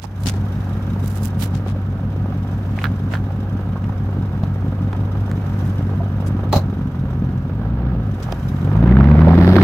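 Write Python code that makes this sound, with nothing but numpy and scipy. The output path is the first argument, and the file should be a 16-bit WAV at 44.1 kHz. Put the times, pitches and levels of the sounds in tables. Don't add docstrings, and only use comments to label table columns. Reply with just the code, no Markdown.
import sys
import numpy as np
from scipy import signal
from scipy.fft import rfft, irfft, next_fast_len
from scipy.io import wavfile
from scipy.ndimage import uniform_filter1d

SR = 44100
rng = np.random.default_rng(int(sys.argv[2]) if len(sys.argv) > 2 else 0)


def log_audio(samples):
    frames = np.atleast_2d(samples).T
    limited = np.clip(frames, -1, 1)
    pcm = np.round(limited * 32767).astype(np.int16)
    wavfile.write(sys.argv[1], SR, pcm)


N = 424683
TIME = np.arange(N) / SR


def amp(db):
    return 10 ** (np.asarray(db) / 20)


def unit(x):
    return x / np.sqrt(np.mean(x ** 2))


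def curve(table):
    return np.interp(TIME, *np.transpose(table))


def pan(db):
    gains = amp(np.array([[db], [-db]]) / 2)
    return gains / gains.mean()


def colour(x, points, share=1):
    size = 2 * next_fast_len(x.shape[-1] // 2 + SR // 8)
    hz, db = np.transpose(points)
    bin_hz = np.arange(size // 2 + 1) * SR / size + 1
    response_db = share * np.interp(np.log(bin_hz), np.log(hz), db)
    cepstrum = irfft(np.log(amp(response_db)))
    cepstrum[1:size // 2] *= 2
    cepstrum[size // 2 + 1:] = 0
    return irfft(rfft(x, size) * np.exp(rfft(cepstrum)), size)[..., :x.shape[-1]]


def hump(hz, below_db, above_db):
    below = [(hz / 16, 2 * below_db), (hz / 4, below_db), (hz / 2, .8 * below_db)]
    above = [(hz * 2, .6 * above_db), (hz * 4, above_db), (hz * 16, 2 * above_db)]
    return below + [(hz, 0)] + above


def microphone_noise(size, likeness):
    shared = np.clip(likeness, 0, 1)
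    noise = rng.standard_normal((3, size))
    return np.sqrt(shared) * noise[0] + np.sqrt(1 - shared) * noise[1:]


def pulses(turns, places, sizes):
    at = np.searchsorted(turns, places)
    return np.bincount(at, sizes, N + 1)[:N]


def fade(x, seconds):
    return signal.lfilter([1], [1, -np.exp(-1 / (seconds * SR))], x)


def walk(rate):
    knots = rng.standard_normal(N // 100)
    return np.interp(TIME * rate, np.arange(len(knots)), knots)


def grains(size, per_s, spread_db, seconds):
    sizes = amp(spread_db * np.minimum(rng.exponential(size=size), 4))
    starts = rng.random(size) < per_s / SR
    return unit(fade(sizes * starts, seconds))


def blow(s, db, t60, points, likeness, strike_db, share=1):
    size = SR // 4
    push = microphone_noise(size, likeness) * amp(-60 * TIME[:size] / t60)
    push[:, 0] -= amp(strike_db) * np.sqrt(np.sum(push ** 2) / 2)
    ring = colour(push, points, share)
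    out, at = np.zeros((2, N)), int(s * SR)
    out[:, at:at + size] = (ring * amp(db) / np.abs(ring).max())[:, :N - at]
    return out


# (time [s], effort above idle [dB])
EFFORT = [(0.4, -0.5), (3.7, -0.5), (5.0, 0.9), (6.5, 1.8), (6.9, -0.5), (7.2, 2), (7.52, -1), (7.87, 2.5),
          (8.1, -0.5), (8.3, -5.5), (8.45, 0), (8.63, 3), (8.75, 7.5), (8.92, 10.5), (9.15, 11), (9.63, 10)]
FULL_EFFORT_DB = 10.5
BURBLE_DB, BURBLE_PER_EFFORT, BURBLE_LUG_DB = -27, 1.0, 2.0
RASP_DB, RASP_PER_EFFORT, RASP_LUG_DB = -35, 1, -1.1
OVERRUN_BELOW_DB, OVERRUN_RASP = -1.5, 2.7
BLAST_DB, BLAST_PER_EFFORT = -30, 2.4
BLARE_ABOVE_HZ, BLARE_DB_PER_HZ = 79.2, 0.5542
SWELL_DB, SWELL_S = -14, 0.26


def exhaust(hz, turns):
    effort_db, lug = curve(EFFORT), lugging(hz)
    overrun_db = np.maximum(OVERRUN_BELOW_DB - effort_db, 0)
    burble_db = BURBLE_DB + BURBLE_PER_EFFORT * effort_db + BURBLE_LUG_DB * lug
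    rasp_db = RASP_DB + RASP_PER_EFFORT * effort_db + RASP_LUG_DB * lug + OVERRUN_RASP * overrun_db
    blare_db = BLARE_DB_PER_HZ * np.maximum(hz - BLARE_ABOVE_HZ, 0)
    blast_db = BLAST_DB + BLAST_PER_EFFORT * (effort_db - FULL_EFFORT_DB) + blare_db
    places, sizes, cracks = firings(turns, scatter_db=2.0, jitter=0.036)

    tones = boom(turns, tone_levels(hz, effort_db), effort_db, waver_db=1.25, wobble=0.024)
    tones = tones + lope(turns, effort_db)
    pipes = amp(burble_db) * surge(effort_db) * burble(turns, places, sizes, afterburn=1.0)
    bass = np.array([tones + pipes, np.roll(tones + pipes, 4)])

    gas = amp(rasp_db) * rasp(turns, places, cracks, blast_db, crack_db=-9.5, rush_db=6.0, bark_db=-7.5)
    blast = amp(blast_db) * blowdown(turns, places, sizes * cracks ** 0.39,
                                     growl_db=3.5, turbulence_db=0.5, roar_db=-7.5)
    swell = amp(SWELL_DB * np.maximum(1 - TIME / SWELL_S, 0))
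    return (bass + muffle(gas + blast, hz, effort_db) + pops()) * swell


# (strength [dB], delay [firing intervals], crack [dB])
CYLINDERS = [(-6, 0.0215, 10.5), (0.5, 0.034, 1), (-1.5, -0.1036, 7.5), (-3.5, -0.225, 2), (3, 0.0375, 1),
             (0.5, -0.186, 6.5), (-1.5, 0.059, 8.5), (-2, 0.022, 5)]


def firings(turns, scatter_db, jitter):
    index = np.arange(int(turns[-1]) + 1)
    db, delay, crack_db = np.array(CYLINDERS)[index % len(CYLINDERS)].T
    chance = rng.standard_normal((len(index), 3)).T
    places = index + .42 + delay + jitter * chance[0]
    sizes = amp(db + scatter_db * chance[1])
    cracks = amp(crack_db + 3.0 * np.clip(chance[2], -2, 2))
    return places, sizes, cracks


LUG_BELOW_HZ, LUG_RANGE_HZ = 48.2, 3


def lugging(hz):
    return np.clip((LUG_BELOW_HZ - hz) / LUG_RANGE_HZ, 0, 1)


# (frequency [Hz], level [dB])
BOOM = [(42, -40.5), (49, -42.5), (55, -26), (63, -23), (97, -23), (122, -27), (160, -23), (200, -25),
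        (225, -30.5), (290, -33.5)]
# (level over the boom [dB], growth [dB per dB of effort], gain when lugging [dB])
TONES = [(0.5, 1, -11), (1, 1, -6), (-9.5, 1.93, 9.5)]


def tone_levels(hz, effort_db):
    boom_hz, boom_db = np.transpose(BOOM)
    levels_db = []
    for k, (db, slope, lug_db) in enumerate(TONES):
        pipe_db = np.interp(np.log((k + 1) * hz), np.log(boom_hz), boom_db)
        levels_db.append(pipe_db + db + slope * effort_db + lug_db * lugging(hz))
    return levels_db


STEADY_SHARE = 0.99


def boom(turns, levels_db, effort_db, waver_db, wobble):
    unsteady = 1 - STEADY_SHARE * np.clip(effort_db / FULL_EFFORT_DB, 0, 1)
    phase = 2 * np.pi * (turns - .5 + wobble * unsteady * walk(30))
    tones = 0
    for k, db in enumerate(levels_db):
        level = amp(db + waver_db * unsteady * k * walk(18))
        tones = tones + np.sqrt(2) * level * np.sin((k + 1) * phase)
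    return tones


# (multiple of the eight-firing cycle, level [dB])
LOPE = [(8, -38), (9, -45), (10, -34), (14, -36.5), (18, -41.5), (22, -36.5), (23, -36), (29, -39),
        (34, -37.5), (35, -37.5), (46, -46.5)]


def lope(turns, effort_db):
    share = np.clip(2.0 - effort_db / FULL_EFFORT_DB, 0, 1)
    cycle = 2 * np.pi * turns / len(CYLINDERS)
    tones = 0
    for k, db in LOPE:
        tones = tones + np.sqrt(2) * amp(db + walk(1.8)) * np.cos(round(k) * (cycle - np.pi))
    return share * tones


SURGE_PER_S, SURGE_DB = 15, 2.4


def surge(effort_db):
    idle = np.clip(1 - effort_db / FULL_EFFORT_DB, 0, 1)
    return amp(SURGE_DB * idle * (np.clip(walk(SURGE_PER_S), -2, 2) - .2))


# (frequency [Hz], level [dB])
PIPE = [(25, -28), (42, -14.5), (58, 0.5), (80, -9.5), (103, -2), (135, 2), (175, 0), (215, -0.5),
        (270, -4), (320, -13.5), (385, -20), (450, -22.5), (700, -46.5), (1300, -51.5), (9000, -102)]


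def burble(turns, places, sizes, afterburn):
    chance = rng.random((len(places), 2)).T
    trailing_sizes = afterburn * sizes * (2 * chance[1] - 1)
    trailing = pulses(turns, places + .12 + 0.558 * chance[0], trailing_sizes)
    ring = colour(pulses(turns, places, sizes) + trailing, PIPE)
    span = SR // 6
    for k in range(1, 4):
        for wave in (np.cos(2 * np.pi * k * turns), np.sin(2 * np.pi * k * turns)):
            ring = ring - 2 * wave * uniform_filter1d(ring * wave, span)
    return ring / np.sqrt(uniform_filter1d(ring ** 2, 2 * span))


# (frequency [Hz], level [dB])
GAS = [(200, 6), (380, 5.5), (470, 1), (535, 5.5), (630, -1.5), (770, 1.5), (880, -5.5), (945, 0.5),
       (1030, -6), (1170, -4), (1270, -3), (1420, -7.5), (1620, -7.5), (1800, -15.5), (2100, -18.5),
       (3000, -19.5), (4800, -31), (7000, -46.5), (16000, -38)]
RUSH_YIELDS_DB = -23


def rasp(turns, places, cracks, blast_db, crack_db, rush_db, bark_db):
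    kicks = pulses(turns, places, cracks)
    coasting = 1 / (1 + amp(blast_db - RUSH_YIELDS_DB))
    puffs = unit(fade(kicks, 0.016)) + amp(rush_db) * coasting
    knock = amp(bark_db) * coasting * bark(turns, places, cracks, scatter_db=4.5)
    return tailpipe(unit(puffs), amp(crack_db) * unit(kicks), GAS) + knock


# (frequency [Hz], level [dB])
BARK = [(120, -22), (280, 1.5), (420, 2), (540, -1.5), (650, -5.5), (780, -0.5), (1000, -12.5),
        (1300, -17.5), (2000, -35.5), (6000, -59)]


def bark(turns, places, cracks, scatter_db):
    chance = np.clip(rng.standard_normal(len(places)), -2, 1.4)
    kicks = pulses(turns, places, np.sqrt(cracks) * amp(scatter_db * chance))
    coughs = fade(fade(kicks, .002), .002)
    return unit(colour(coughs * rng.standard_normal(N), BARK))


# (frequency [Hz], left minus right [dB])
GAS_BALANCE = [(300, -.6), (700, -3.5), (1250, -9), (1800, -9), (2400, -6), (3200, -1), (4400, 3),
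               (7000, 0), (12000, -2)]


def tailpipe(puffs, kicks, points):
    gas = colour(puffs * rng.standard_normal(N) + kicks, points)
    stray = colour(puffs * rng.standard_normal(N), points)
    high_pass = signal.butter(4, 1100, "high", fs=SR, output="sos")
    treble, spread = signal.sosfiltfilt(high_pass, [gas, .7 * stray])
    pair = gas - treble + np.array([treble + spread, np.roll(treble - spread, 6)])
    size = 2 * next_fast_len(N // 2 + 1)
    tilt_db = np.interp(np.fft.rfftfreq(size, 1 / SR), *np.transpose(GAS_BALANCE))
    balance = amp(np.array([tilt_db, -tilt_db]) / 2)
    return unit(irfft(rfft(pair, size) * balance, size)[:, :N])


DULL_ABOVE_HZ, DULL_DB = 3260, -11.5
BRIGHT_FROM_HZ, BRIGHT_RANGE_HZ = 73.4, 17


def muffle(x, hz, effort_db):
    slow = 1 - np.clip((hz - BRIGHT_FROM_HZ) / BRIGHT_RANGE_HZ, 0, 1)
    low = signal.sosfiltfilt(signal.butter(3, DULL_ABOVE_HZ, fs=SR, output="sos"), x)
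    return low + (x - low) * amp(DULL_DB * slow * np.clip(effort_db / FULL_EFFORT_DB, 0, 1))


# (frequency [Hz], level [dB])
METAL = [(1500, -16.5), (3300, 4), (3850, 5), (4400, -11), (5200, -3), (6050, 2.5), (6800, -8.5),
         (9700, -12), (12200, -1), (15500, -11)]
# (frequency [Hz], level [dB])
HISS = [(1500, 18.5), (3500, -1.5), (6000, -1.5), (9300, -12), (11800, -4.5), (13500, -7), (15500, -13)]


def valve_gear(turns, scatter_db, hiss_db):
    places = np.arange(1, turns[-1], 2)
    chance = rng.standard_normal((len(places), 2)).T
    sizes = amp(scatter_db * np.tanh(chance[0]))
    ticks = fade(fade(pulses(turns, places + 0.11 + 0.46 * chance[1], sizes), 0.0018), 0.0061)
    metal = colour(ticks * rng.standard_normal(N), METAL)
    ring = unit(scatter(metal, ground_db=2.0, t60=0.073))
    return unit(ring + amp(hiss_db) * unit(colour(microphone_noise(N, 0.26), HISS)))


def scatter(x, ground_db, t60):
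    size = SR // 20
    noise = rng.standard_normal((2, size)) * amp(-60 * TIME[:size] / t60)
    tails = colour(noise, [(250, -20.0), (600, -11.5), (1400, -0.5), (16000, -14.0)])
    tails = tails / np.sqrt((tails ** 2).sum(axis=1, keepdims=True))
    direct = np.array([x, np.roll(x, 5)])
    return direct + amp(ground_db) * signal.fftconvolve(x[None], tails, axes=1)[:, :N]


# (time [s], half length [s], level before panning [dB], resonance [Hz], left minus right [dB])
RUBS = [(0.039, 0.014, -38.5, 5000, -23), (0.24, 0.035, -45, 11030, -12), (0.269, 0.0095, -26, 6200, 1),
        (0.288, 0.014, -25.5, 6500, -4), (0.339, .05, -47.5, 4780, 22), (1.09, 0.073, -47, 13000, -27),
        (1.167, 0.017, -39.5, 11100, -21), (1.247, 0.035, -40.5, 12200, -19),
        (1.428, 0.029, -32.5, 12100, -24), (1.432, 0.024, -32.5, 3800, -5), (1.559, 0.023, -41, 5040, 7),
        (1.692, 0.026, -40.5, 3480, 13), (2.805, 0.073, -41, 2200, -2), (2.837, 0.0052, -44, 9000, 5),
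        (3.139, 0.028, -32, 1800, -2), (5.668, 0.026, -52.5, 12000, 7), (6.277, 0.016, -42, 8900, 5),
        (8.236, 0.0094, -38, 5512, 2), (8.324, 0.0044, -35, 3990, -1)]


def fingers(grain_db, grit_per_s, grit_s, jerk_db):
    out = np.zeros((2, N))
    jerks = amp(jerk_db * np.tanh(walk(180)))
    for s, half, db, hz, pan_db in RUBS:
        near = np.abs(TIME - s) < 3 * half
        size = near.sum()
        grit = grains(size, grit_per_s, grain_db, grit_s)
        skin = colour(jerks[near] * grit * microphone_noise(size, 0.054), [(400, -7.5), (1500, -9)])
        stroke = unit(colour(skin, hump(hz, -0.34, -19.0)))
        out[:, near] += stroke * np.exp(-((TIME[near] - s) / half) ** 2) * amp(db) * pan(pan_db)
    return out


# (time [s], peak level before panning [dB], ring [Hz], t60 [s],
# left minus right [dB], how narrowly it rings [share of the full resonance, held to 0.3-1.2])
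TAPS = [(0.042, -21, 950, 0.065, -29, 0.86), (.269, -15, 5000, 0.0088, 15, 1.2),
        (.287, -18, 5200, .01, 0, 1), (0.299, -28, 4500, 0.0067, 0, 1), (1.078, -22, 12900, 0.0072, -24, 1),
        (1.256, -11, 13300, 0.0046, -34, 1), (2.789, -13, 2160, 0.0081, -5, 1.1),
        (2.816, -23, 2850, 0.018, 3, 0.9), (3.842, -27, 2400, 0.027, -2, 0.7),
        (3.894, -22, 1080, 0.017, 6, 1), (4.437, -29, 4400, 0.025, 7, 1.2),
        (4.93, -18, 1080, 0.025, 0, 0.69), (5.315, -15, 1500, 0.0018, 1, 0.4),
        (8.288, -18, 750, 0.021, -3.5, 1), (8.325, -11, 752, 0.016, -4, 0.65)]


def taps():
    out = np.zeros((2, N))
    for s, db, hz, t60, pan_db, focus in TAPS:
        tap = blow(s, db, t60, hump(hz, -9, -39.5), 0.57, strike_db=-2, share=np.clip(focus, .3, 1.2))
        out += tap * pan(pan_db)
    return out


# (time [s], peak level before panning [dB], brightness [dB per octave])
KNOCKS = [(2.8417, -6, 0.5), (2.855, -10, -3), (2.868, -19, -2.5), (3.138, -11.5, -1), (3.153, -15.5, -1),
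          (3.171, -24.5, 1)]
# (frequency [Hz], level [dB])
PLASTIC = [(250, -20), (600, -11), (850, -7), (1050, -3), (1200, -1), (1450, 4.5), (1730, 4), (1980, -7.5),
           (2900, -12.5), (3500, -13.5), (4100, -15), (5500, -30), (7500, -45), (15000, -28)]


def plastic_knocks():
    out = np.zeros((2, N))
    for s, db, tilt in KNOCKS:
        ring = [(hz, ring_db + tilt * np.log2(hz)) for hz, ring_db in PLASTIC]
        out += blow(s, db, .045, ring, 0.53, strike_db=2)
    return out * pan(-7)


# (time [s], level before onset and panning [dB], ring [Hz], t60 [s])
BUMPS = [(3.1365, -20, 625, 0.03), (3.763, -22.5, 1080, 0.039), (3.894, -14.5, 790, 0.02),
         (4.93, -17, 700, 0.025), (6.003, -19.5, 680, 0.074)]


def bumps(contact_s, overtone, overtone_db):
    out = np.zeros(N)
    age = TIME[:SR // 4]
    for s, db, hz, t60 in BUMPS:
        ring = np.sin(2 * np.pi * hz * age) + amp(overtone_db) * np.sin(2 * np.pi * overtone * hz * age)
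        at = int(s * SR)
        out[at:at + len(age)] += ring * amp(db - 60 * age / t60) * (1 - np.exp(-age / contact_s))
    return out * pan(-5)


# (time [s], body peak [dB], latch peak [dB], thump peak [dB])
CLUNKS = [(4.4311, -19, -37, -9), (6.5272, -3.5, -13.5, -21), (6.5594, -6, -14.5, -2)]
# (frequency [Hz], level [dB])
CLUNK_BODY = [(25, -22), (70, 0), (200, -5), (400, -2), (630, 6.5), (720, 1), (830, 5), (960, -6),
              (1100, -2), (1500, -17.5), (2500, -40), (6000, -66)]
CLUNK_LATCH = [(1200, -9), (2800, -9.5), (3600, -7.5), (4050, 5), (4700, -8), (6600, -9.5), (9000, -23),
               (12000, -15), (15500, -16.5)]
THUMP = [(25, -8), (70, 4), (125, -2.5), (170, 3.5), (300, -10), (600, -45), (3000, -88)]


def clunks():
    out = np.zeros((2, N))
    for s, body_db, latch_db, thump_db in CLUNKS:
        out += blow(s, latch_db, .1, CLUNK_LATCH, 0.11, strike_db=-13.5)
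        out += blow(s + 0.0027, thump_db, 0.11, THUMP, 0.97, strike_db=6)
        out += blow(s + 0.00375, body_db, .055, CLUNK_BODY, 0.83, strike_db=1.0)
    return out


CRUNCH_FROM_S, CRUNCH_UNTIL_S, CRUNCH_RISE_S, CRUNCH_T60_S = 6.517, 6.568, .016, .14
CRUNCH_BODY_DB, CRUNCH_LATCH_DB = -20, -33


def crunch():
    size = SR // 3
    at = int(CRUNCH_FROM_S * SR)
    t = TIME[at:at + size]
    rise = np.clip((t - CRUNCH_FROM_S) / CRUNCH_RISE_S, 0, 1)
    release = amp(-60 * np.maximum(t - CRUNCH_UNTIL_S, 0) / CRUNCH_T60_S)
    grit = grains(size, per_s=1400, spread_db=1.2, seconds=0.0011)
    body = amp(CRUNCH_BODY_DB) * unit(colour(grit * microphone_noise(size, 0.68), CLUNK_BODY))
    latch = amp(CRUNCH_LATCH_DB) * unit(colour(grit * microphone_noise(size, .2), CLUNK_LATCH))
    out = np.zeros((2, N))
    out[:, at:at + size] = rise * release * (body + latch)
    return out


# (frequency [Hz], level [dB])
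BLARE = [(250, -16.5), (420, 2), (620, 11), (900, 5), (1300, -4), (2000, -2.5), (2800, -13), (3800, -9.5),
         (5200, -17.5), (6000, -33.5), (6800, -42.5), (9000, -36.5), (12000, -27.5), (16000, -47.5)]
# (frequency [Hz], level [dB])
GROWL = [(120, -39), (230, -18.5), (290, 1), (330, 8.5), (385, 5.5), (450, -8), (620, -19.5), (900, -21),
         (2000, -48), (9000, -93)]
CRACKLE_PER_S, CRACKLE_S = 770, 0.0019


def blowdown(turns, places, sizes, growl_db, turbulence_db, roar_db):
    lateness = 0.045 * rng.standard_normal(len(places))
    kicks = pulses(turns, places + lateness, sizes)
    bursts = fade(fade(kicks, .0006), .0024)
    evenness = 1 / np.sqrt(uniform_filter1d(bursts ** 2, SR // 8) + 1e-9)
    turbulence = unit(bursts * evenness * rng.standard_normal(N))
    growl = unit(colour(unit(kicks * evenness) + amp(turbulence_db) * turbulence, GROWL))
    crackle = amp(roar_db) * grains(N, CRACKLE_PER_S, spread_db=2.5, seconds=CRACKLE_S)
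    return tailpipe(np.hypot(bursts * evenness, crackle), 0, BLARE) + amp(growl_db) * growl


# (time [s], peak level before panning [dB], ring [Hz], t60 [s])
POPS = [(8.875, -15.5, 1470, .025), (8.892, -25, 1980, 0.035), (8.923, -23, 2000, .02),
        (8.969, -16, 1630, 0.025), (9.008, -11, 1210, 0.023), (9.042, -18, 1704, 0.037),
        (9.086, -25, 1510, 0.02), (9.112, -15, 1170, 0.022), (9.151, -14, 800, 0.014),
        (9.191, -22, 1500, 0.024), (9.217, -11.5, 1180, .025), (9.271, -7, 617, 0.11),
        (9.305, -11, 754, 0.027), (9.315, -12.5, 1000, 0.018), (9.333, -9.5, 665.7, 0.032),
        (9.387, -30, 2320, 0.0063), (9.411, -17, 1800, 0.017), (9.446, -26.5, 1479, 0.016),
        (9.532, -15.5, 1780, 0.018), (9.563, -14, 1600, 0.028), (9.584, -5, 1289, .02),
        (9.614, -10.5, 1820, .02)]


def pops():
    out = np.zeros((2, N))
    for s, db, hz, t60 in POPS:
        out += blow(s, db, t60, hump(hz, -14, -41), .8, strike_db=-6)
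    return out * pan(-6)


# (time [s], firings per second [Hz])
SPEED = [(0.0, 48.45), (1.9, 48.32), (3.3, 49.12), (4.3, 48.18), (5.2, 49.3), (5.9, 48.28), (6.62, 47.96),
         (6.95, 43.8), (7.44, 43.48), (7.77, 61.84), (7.92, 61.5), (8.15, 47.21), (8.32, 41.93),
         (8.67, 47.37), (8.95, 65.07), (9.2, 77.78), (9.63, 97.54)]
# (time [s], level [dB])
VALVES = [(0, -49.5), (0.6, -41.5), (2.0, -49.5), (2.7, -44), (3.5, -48), (5.1, -47), (5.65, -40.5),
          (6.05, -47), (7.4, -49.5), (7.85, -59), (8.25, -41), (8.6, -41), (8.9, -51), (9.6, -41)]


def scene():
    hz = curve(SPEED)
    turns = np.cumsum(hz) / SR
    valves = amp(curve(VALVES)) * valve_gear(turns, scatter_db=3.0, hiss_db=10.5)
    car = exhaust(hz, turns) + valves + clunks() + crunch()
    rubs = fingers(grain_db=1.0, grit_per_s=1100, grit_s=0.00093, jerk_db=3.0)
    hollow = bumps(contact_s=0.0014, overtone=1.42, overtone_db=-9)
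    return car + rubs + taps() + plastic_knocks() + hollow


LOW_CUT_HZ, TOP_HZ = 12, 15750


def record(dry):
    lean = signal.sosfilt(signal.butter(2, LOW_CUT_HZ, "high", fs=SR, output="sos"), dry)
    rounded = lean / (1 + np.abs(lean / 1.04) ** 8) ** (1 / 8)
    return signal.sosfiltfilt(signal.ellip(8, .1, 60, TOP_HZ, fs=SR, output="sos"), rounded)


dry = scene()
out = record(dry)
log_audio(out)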